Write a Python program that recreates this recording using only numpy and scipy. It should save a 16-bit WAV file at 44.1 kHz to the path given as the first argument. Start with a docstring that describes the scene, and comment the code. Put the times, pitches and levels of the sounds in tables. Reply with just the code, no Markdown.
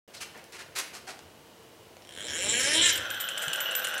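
"""Dry scuffs and light clicks nearby, then a rising whir: a small steel flywheel car is pushed along a
workbench, close by in a small room. Its gear teeth strike the casing into a rasp, ticking faster and
faster until they merge. Lifted off the bench, the car runs on: the flywheel rattles the slack gears,
and loose steel parts tick and ring. Wheel rumble and soft room tone lie underneath."""
import sys
import numpy as np
from scipy import signal
from scipy.fft import rfft, irfft
from scipy.io import wavfile
from scipy.ndimage import uniform_filter1d

SR = 44100
rng = np.random.default_rng(int(sys.argv[2]) if len(sys.argv) > 2 else 0)


def unload_audio(sound):
    """Save the sound as a 16-bit wav file, at the path given as the first command line argument."""
    columns = np.transpose(np.atleast_2d(sound))
    # keep every value between -1 and 1, then stretch to whole-number steps
    steps = np.round(np.clip(columns, -1, 1) * 32767)
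    wavfile.write(sys.argv[1], SR, steps.astype(np.int16))


N = 176400
TIME = np.arange(N) / SR


def driven_gears():
    """The push: each tooth strikes and scrapes, exciting the casing and the steel wheels."""
    # gear speed (time [s], tooth rate [1/s])
    tooth_rate = [(2.0215, 30), (2.1, 59), (2.2, 99), (2.3, 136), (2.5, 220), (2.7, 295), (2.86, 360),
                  (2.93, 300)]
    # swell of the rasp's body under load (time [s], level [dB])
    load = [(2.02, -59.5), (2.11, -49), (2.25, -38.5), (2.39, -35), (2.5, -29), (2.68, -27.5), (2.8, -22.5),
            (2.87, -21.5), (2.9, -28.5), (2.925, -43), (2.96, -62)]
    # flutter on top of the rasp (time [s], treble level [dB], upper treble level [dB])
    flutter = [(2.02, -72, -77), (2.08, -66, -60), (2.23, -45, -49.5), (2.32, -43.5, -49.5),
               (2.35, -36, -43.5), (2.39, -38.5, -46), (2.44, -33, -37.5), (2.47, -38, -40),
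               (2.495, -27, -41), (2.55, -32, -40.5), (2.61, -32, -33), (2.65, -31, -36), (2.705, -38, -36),
               (2.77, -29, -29), (2.79, -41, -39), (2.83, -25, -36.5), (2.87, -24, -34),
               (2.905, -27.5, -36.5), (2.93, -60, -55)]
    # tone of the loaded gearbox (frequency [Hz], relative level [dB])
    casing = [(100, -78), (200, -20), (290, -10.5), (345, -12), (430, -1.5), (580, -3), (700, -18),
              (850, -11.5), (1000, -12), (1170, -12), (1450, -6.5), (1640, 3), (1900, -2), (2170, 1),
              (2550, -7.5), (2850, -4.5), (3220, 1), (3600, -5.5), (4150, -5), (4750, -20.5), (5450, -3.5),
              (6250, -18.5), (7050, -2.5), (7700, -5), (8250, -12), (9400, -6.5), (9950, -16),
              (10600, -8.5), (11200, -31), (12200, -22), (13000, -40), (13600, -40), (15500, -56)]
    # ping of the gear wheel itself, clearest at low speed (time [s], level [dB])
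    ping = [(2.02, -64), (2.11, -47.5), (2.22, -37.5), (2.45, -41)]
    # modes of the steel wheels and chassis (frequency [Hz], relative level [dB], t60 [s])
    wheel_modes = [(1642, 13, 0.049), (1880, -6, 0.11), (1990, -10, 0.34), (2850, 1, 0.21),
                   (3300, -10, 0.18), (3150, -11, 0.3)]
    treble_hz, upper_hz, scrape_s = 6250, 8250, 0.00072
    pushing = (TIME >= tooth_rate[0][0]) * (TIME < load[-1][0])
    teeth = impacts(curve(tooth_rate) * pushing, spread_db=2.1, jitter_s=0.00003)
    scrape = excite(teeth, np.exp(-TIME[:SR // 50] / scrape_s)) * rng.standard_normal(N)
    rasp = colour(shifting_contact(teeth) + 0.45 * teeth + 0.27 * scrape, casing)
    body = even_band(rasp, treble_hz, "low") * amp(curve(load))
    body += resonate(teeth, hz=3276, width_hz=380) * amp(curve(ping))
    treble = even_band(rasp, [treble_hz, upper_hz], "bandpass") * amp(curve(flutter))
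    treble += even_band(rasp, upper_hz, "high") * amp(curve(flutter, column=2))
    wheels = excite(body, ring(wheel_modes, TIME[:SR // 2]))
    return room(body + amp(-23) * wheels, wet_db=-3.5) + room(treble, wet_db=-10.5)


def shifting_contact(x, count=6, drift_hz=11.6, decay_s=0.00058):
    """As the wheels turn, the load wanders between contact points, each with its own colour."""
    shares = np.array([narrow_noise(0, drift_hz) for _ in range(count)])
    shares = np.exp(2 * uniform_filter1d(shares, size=400))
    shares /= np.linalg.norm(shares, axis=0)
    t = TIME[:SR // 200]
    paths = rng.standard_normal((count, len(t))) * np.exp(-t / decay_s)
    return sum(casing_ring(excite(x * share, path)) for share, path in zip(shares, paths))


def casing_ring(x, t60_s=0.032):
    """The many short-lived modes of the casing smear each impact."""
    t = TIME[:SR // 20]
    response = rng.standard_normal(len(t)) * amp(-60 * t / t60_s)
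    response = amp(-5) * response / np.linalg.norm(response)
    response[0] += 1  # the direct hit
    spectrum = rfft(response, 2 * len(t))
    flattened = spectrum / np.sqrt(uniform_filter1d(abs(spectrum) ** 2, size=40))
    return signal.fftconvolve(x, irfft(flattened)[:len(t)])[:N]


def coasting_gears():
    """Slack gears knock once a flywheel turn and chatter between; the body whines, the unbalance hums."""
    # flywheel speed, cresting and running down (time [s], rate [turns/s])
    spin = [(2.78, 105), (3.15, 107.2), (4.0, 95.5)]
    # free running (time [s], rattle level [dB], knock level [dB])
    coast = [(2.78, -49, -29.5), (2.88, -45.5, -29), (2.98, -36.5, -46.5), (3.1, -38.5, -44.5),
             (3.18, -37.5, -34.5), (3.33, -40, -38.5), (3.43, -36, -43), (3.53, -36, -35),
             (3.62, -36.5, -45.5), (3.7, -36, -36.5), (3.86, -33, -40), (3.93, -34, -44), (4.0, -35, -50)]
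    # accents of the slack gears (time [s], impulse level [dB])
    hard_knocks = [(3.203, -15), (3.532, -3.5), (3.66, -6), (3.721, -5.5), (3.752, -11), (3.851, -4.5)]
    # tone of the slack gears (frequency [Hz], relative level [dB])
    slack = [(88, -40), (340, -23), (510, -12), (600, -7), (720, -12.5), (980, -17.5), (1250, -11),
             (1420, -3), (1600, -2.5), (1780, -10), (1950, -9.5), (2200, -25), (2550, -8), (3000, -13.5),
             (3450, -14), (3900, -18), (4700, -30.5), (5700, -19.5), (6450, -43), (7450, -27), (8600, -39),
             (10500, -51), (11400, -32), (12200, -26), (13000, -48), (15500, -52)]
    # hum of the flywheel's unbalance (time [s], level [dB])
    unbalance = [(2.7, -53), (2.85, -51.5), (3.12, -59.5), (3.3, -73)]
    chatter_per_s, shell_hz = 1200, 1525  # shell: the body's strongest resonance
    speed, running = curve(spin), TIME > coast[0][0]
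    knocks = impacts(speed * running, spread_db=5.5, jitter_s=0.0004)
    chatter = unit(rng.standard_normal(N) * (rng.random(N) < chatter_per_s / SR)) * running
    drive = amp(-9) * casing_ring(knocks) + amp(-2) * chatter
    thin_ring = resonate(unit(drive) * np.sqrt(running.mean()), hz=6090, width_hz=110)
    rattle = colour(drive, slack) + amp(-17) * thin_ring
    blows = knocks + amp(-6) * chatter
    rattle += amp(-13) * resonate(blows, shell_hz, width_hz=135)
    rattle += amp(-7) * narrow_noise(shell_hz, width_hz=39) * running  # the whine at its core
    blows *= amp(curve(coast, column=2))
    for start, db in hard_knocks:
        add(blows, start, [amp(db)])
    knock_hz = 2923 + 27 * (speed - 100)  # sinks as the flywheel slows
    knocking = resonate(blows, knock_hz, width_hz=370)
    hum = np.sqrt(2) * np.sin(2 * np.pi * np.cumsum(speed) / SR) * amp(curve(unbalance)) * running
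    return room(rattle * amp(curve(coast)) + knocking, wet_db=-1.5) + hum


def loose_parts():
    """Short bright clatters, each setting a small steel part ringing and fluttering."""
    # hits of loose parts (time [s], tick level [dB], clatter length [s], ring gain [dB])
    hits = [(2.864, -37, .004, -48), (2.923, -50, .004, -39), (2.955, -29.5, 0.0061, -41),
            (2.975, -30.5, 0.0071, -50), (3.103, -23, 0.0018, -41.5), (3.143, -34.5, 0.0041, -52),
            (3.2, -34, 0.016, -36.5), (3.287, -28.5, 0.0055, -55), (3.377, -28.5, 0.0048, -43.5),
            (3.417, -34.5, 0.021, -44), (3.481, -29.5, 0.0027, -55), (3.531, -23, 0.0041, -44),
            (3.558, -26, 0.002, -57), (3.603, -28.5, 0.0056, -34.5), (3.709, -36, 0.0091, -51),
            (3.751, -23.5, 0.0034, -28.5), (3.794, -31, 0.0023, -40.5), (3.844, -26.5, 0.0073, -52),
            (3.869, -29, 0.0041, -44), (3.885, -35, 0.0029, -63), (3.938, -34, 0.0067, -44),
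            (3.978, -32, 0.0066, -65)]
    # tone of a tick (frequency [Hz], relative level [dB])
    tick_tone = [(500, -24), (2000, 1), (3200, 7.5), (4500, -4.5), (6300, -6.5), (7400, 7.5), (8500, 1),
                 (9500, 3), (10600, -2), (11300, -20), (13000, -20), (15500, -45)]
    # modes of the small part (frequency [Hz], level [dB], t60 [s])
    part_modes = [(12080, 8.5, 0.085), (6350, -26, 0.12)]
    tick_rise_s, ring_rise_s, flutter_hz = 0.0012, 0.006, 90
    ticks, rings, t = np.zeros(N), np.zeros(N), TIME[:SR // 4]
    chime = np.sqrt(2) * (1 - np.exp(-t / ring_rise_s)) * ring(part_modes, t)
    for start, tick_db, length, ring_db in hits:
        envelope = np.minimum(t / tick_rise_s, 1) * np.exp(-(t / length) ** 2 / 2)
        add(ticks, start, amp(tick_db) * grit(len(t), grain_db=3) * envelope)
        add(rings, start, amp(ring_db) * chime)
    flutter = 1 + 0.8 * (narrow_noise(0, flutter_hz) + 1j * narrow_noise(0, flutter_hz))
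    rings = (signal.hilbert(rings) * unit(flutter)).real  # level and phase both waver
    return room(colour(ticks, tick_tone), wet_db=-7.5) + room(rings, wet_db=-5)


def dry_scuffs():
    """Grainy scuffs and rustles nearby, among light clicks; a last scuff as the wheels leave the bench."""
    # scuffs (time [s], length [s], level [dB], tilt [dB/octave], resonance [Hz], resonance mix [dB])
    scuffs = [(0.133, 0.023, -44.5, 2.5, 4270, -31), (0.162, 0.006, -39, 0, 4160, 3),
              (0.201, 0.029, -37, 2, 2700, -12), (0.337, 0.061, -48, -4, 1690, -15),
              (0.519, 0.049, -46, 1, 2190, -11), (0.58, 0.039, -42, -0.5, 1760, -10),
              (0.751, 0.052, -31, 2, 2300, -34), (0.928, 0.044, -42.5, 1, 1380, -15),
              (1.068, 0.039, -38.5, -0.5, 774, -13), (2.883, 0.013, -25.5, 0.5, 5550, 9)]
    # tone of scuffs and clicks (frequency [Hz], relative level [dB])
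    tone = [(88, -50), (150, -11), (445, -3), (750, -0.5), (2230, 1.5), (3620, -4), (4140, -1.5),
            (5440, -3.5), (6600, -5), (11100, -13.5), (15500, -29)]
    # light clicks (time [s], level [dB], tilt [dB/octave])
    clicks = [(.376, -49, 13), (.441, -47, 8), (.523, -47, 4), (0.557, -46, -2), (0.788, -28.5, 6),
              (0.951, -39, 1), (1.069, -49, -1), (1.191, -43, -0.5), (1.968, -46, -2)]
    rise_s, release_s, click_decay_s = 0.012, 0.013, 0.0017
    out, t = np.zeros(N), TIME[:SR // 4]
    for start, length, db, tilt_db, hz, resonance_db in scuffs:
        stroke = np.minimum(t / rise_s, 1) * np.exp(-np.maximum(t - length, 0) / release_s)
        rub = stroke * grit(len(t), grain_db=5)
        scuff = colour(rub, tone, tilt_db) + amp(resonance_db) * resonate(rub, hz, width_hz=0.37 * hz)
        add(out, start, amp(db) * scuff / np.hypot(1, amp(resonance_db)))
    for start, db, tilt_db in clicks:
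        burst = 2 * rng.standard_normal(len(t)) * np.exp(-t / click_decay_s)
        add(out, start, amp(db) * colour(burst, tone, tilt_db))
    return room(out, wet_db=-5)


def bench():
    """The bench top rumbles under the wheels and thuds softly under hand and car."""
    # wheel rumble (time [s], level [dB])
    roll = [(2.05, -61.5), (2.2, -51), (2.5, -44), (2.75, -44), (3.1, -55), (3.25, -61), (4.0, -94)]
    # tone of the bench top (frequency [Hz], relative level [dB])
    tone = [(30, -27), (50, -22), (65, -1.5), (100, 0.5), (140, -9), (300, -2.5), (650, -5), (1200, -32.5)]
    # soft bumps (time [s], level [dB], pitch [Hz], decay [s])
    bumps = [(1.212, -64, 84, 0.1), (2.465, -44, 215, 0.022), (2.809, -46.5, 286, 0.05),
             (3.471, -46, 165, 0.02)]
    out = colour(rng.standard_normal(N), tone) * amp(curve(roll))
    for start, db, hz, decay in bumps:
        thud = unit(resonate(rng.standard_normal(N), hz, width_hz=0.35 * hz))
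        envelope = 2 * TIME / decay * np.exp(1 - 2 * TIME / decay)
        add(out, start, amp(db) * thud * envelope)
    return out


def room_tone():
    """A steady bed of soft noise with a few faint tones."""
    # colour of the bed (frequency [Hz], relative level [dB])
    air = [(15, -39), (25, -46), (136, -6), (267, -10.5), (349, -5), (421, -10), (457, -6.5), (945, -10),
           (1250, -14), (2700, -17), (2920, -12), (3340, -17.5), (15500, -28.5)]
    # faint tones (frequency [Hz], level [dB])
    tones = [(357, -76.5), (453, -66.5), (2840, -75)]
    bed = amp(-54.5) * unit(colour(rng.standard_normal(N), air))
    return bed + sum(amp(db) * narrow_noise(hz, width_hz=3.2) for hz, db in tones)


def room(x, wet_db, build_s=0.0036):
    """Direct sound plus a diffuse tail that dies faster in the treble."""
    # reverb time of the small room (frequency [Hz], t60 [s])
    decay = [(150, 1), (600, 0.47), (2500, 0.57), (7000, 0.33), (15000, 0.4)]
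    hz, t, noise = signal.stft(rng.standard_normal(SR // 2), SR, nperseg=256)
    tail = signal.istft(noise * amp(-60 * t / spectrum_at(decay, hz)[:, None]), SR)[1]
    tail *= np.minimum(TIME[:len(tail)] / build_s, 1)
    return (x + amp(wet_db) * excite(x, tail)) / np.hypot(1, amp(wet_db))


def impacts(rate, spread_db, jitter_s):
    """One uneven impact per cycle, with mean power near 1 while running."""
    at = np.flatnonzero(np.diff(np.ceil(np.cumsum(rate) / SR)))
    size, slip = rng.standard_normal((1000, 2))[:len(at)].T
    jittered = np.clip(at + np.round(slip * jitter_s * SR).astype(int), 0, N - 1)
    out = np.zeros(N)
    out[jittered] = unit(amp(spread_db * np.clip(size, -2, 2))) * np.sqrt(SR / rate[at + 1])
    return out


def grit(samples, grain_db):
    """Noise roughened by a random gain on every sample."""
    noise, size = rng.standard_normal((2, samples))
    return unit(noise * amp(grain_db * size))


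def narrow_noise(hz, width_hz):
    """Noise in one resonance; at 0 Hz, a random drift."""
    f = np.fft.rfftfreq(N, 1 / SR)
    return unit(irfft(rfft(rng.standard_normal(N)) / (1 + (2 * (f - hz) / width_hz) ** 2), N))


def ring(modes, t):
    """Free decay of a set of modes."""
    return sum(amp(db - 60 * t / t60) * np.sin(2 * np.pi * hz * t) for hz, db, t60 in modes)


def resonate(x, hz, width_hz):
    """A steep resonance that may glide; white noise keeps its level."""
    carrier = np.exp(2j * np.pi * np.cumsum(hz * np.ones(len(x))) / SR)
    pole = np.exp(-np.pi * width_hz / SR)
    baseband = signal.lfilter([(1 - pole) ** 2], [1, -2 * pole, pole * pole], x / carrier + 1e-18)
    return 2 * (carrier * baseband).real * np.sqrt(2 / (1 - pole))


def excite(x, response):
    """Plays a sound through an impulse response scaled to unit energy."""
    return signal.fftconvolve(x, response / np.linalg.norm(response))[:len(x)]


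def colour(x, tone, tilt_db=0, size=4096):
    """Minimum-phase EQ with the given tone and a tilt per octave above 300 Hz."""
    hz = abs(np.fft.fftfreq(size, 1 / SR))
    log_gain = np.log(amp(spectrum_at(tone, hz) + tilt_db * np.log2(np.maximum(hz, 300))))
    taps = np.fft.ifft(np.exp(np.conj(signal.hilbert(log_gain)))).real
    return excite(x, taps[:size // 2])


def even_band(x, edge_hz, kind):
    """One band of a sound, levelled to a slow rms of 1."""
    band = signal.sosfilt(signal.butter(8, edge_hz, kind, fs=SR, output="sos"), x)
    power = uniform_filter1d(uniform_filter1d(band ** 2, size=1500), size=1500)
    return band / np.sqrt(abs(power) + 1e-3)


def amp(db):
    """Decibels to gain."""
    return 10 ** (np.asarray(db) / 20)


def unit(x):
    """Scales to rms 1."""
    return x / np.sqrt(np.mean(abs(x) ** 2) + 1e-20)


def curve(rows, column=1):
    """One column of a time table at every sample."""
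    rows = np.array(rows)
    return np.interp(TIME, rows[:, 0], rows[:, column])


def spectrum_at(points, hz):
    """Reads a table along a log-frequency axis."""
    f, value = np.transpose(points)
    return np.interp(np.log(hz + 1), np.log(f + 1), value)


def add(mix, start_s, sound):
    """Mixes a sound in at a time."""
    part = mix[max(round(start_s * SR), 0):][:len(sound)]
    part += sound[:len(part)]


def scene():
    """Car, scuffs, bench and room tone in mono."""
    car = driven_gears() + coasting_gears() + loose_parts()
    return (car + dry_scuffs() + bench() + room_tone())[None]


def record(dry):
    """The sound opens after a moment of silence; a steep low-pass trims the very top."""
    start_s, fade_s, cutoff_hz = 0.0768, 0.0012, 15900
    opened = dry * np.clip((TIME - start_s) / fade_s, 0, 1)
    lowpass = signal.firwin(511, cutoff_hz, window=("kaiser", 9), fs=SR)
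    return signal.oaconvolve(opened, lowpass[None], "same")


dry = scene()
out = record(dry)
unload_audio(out)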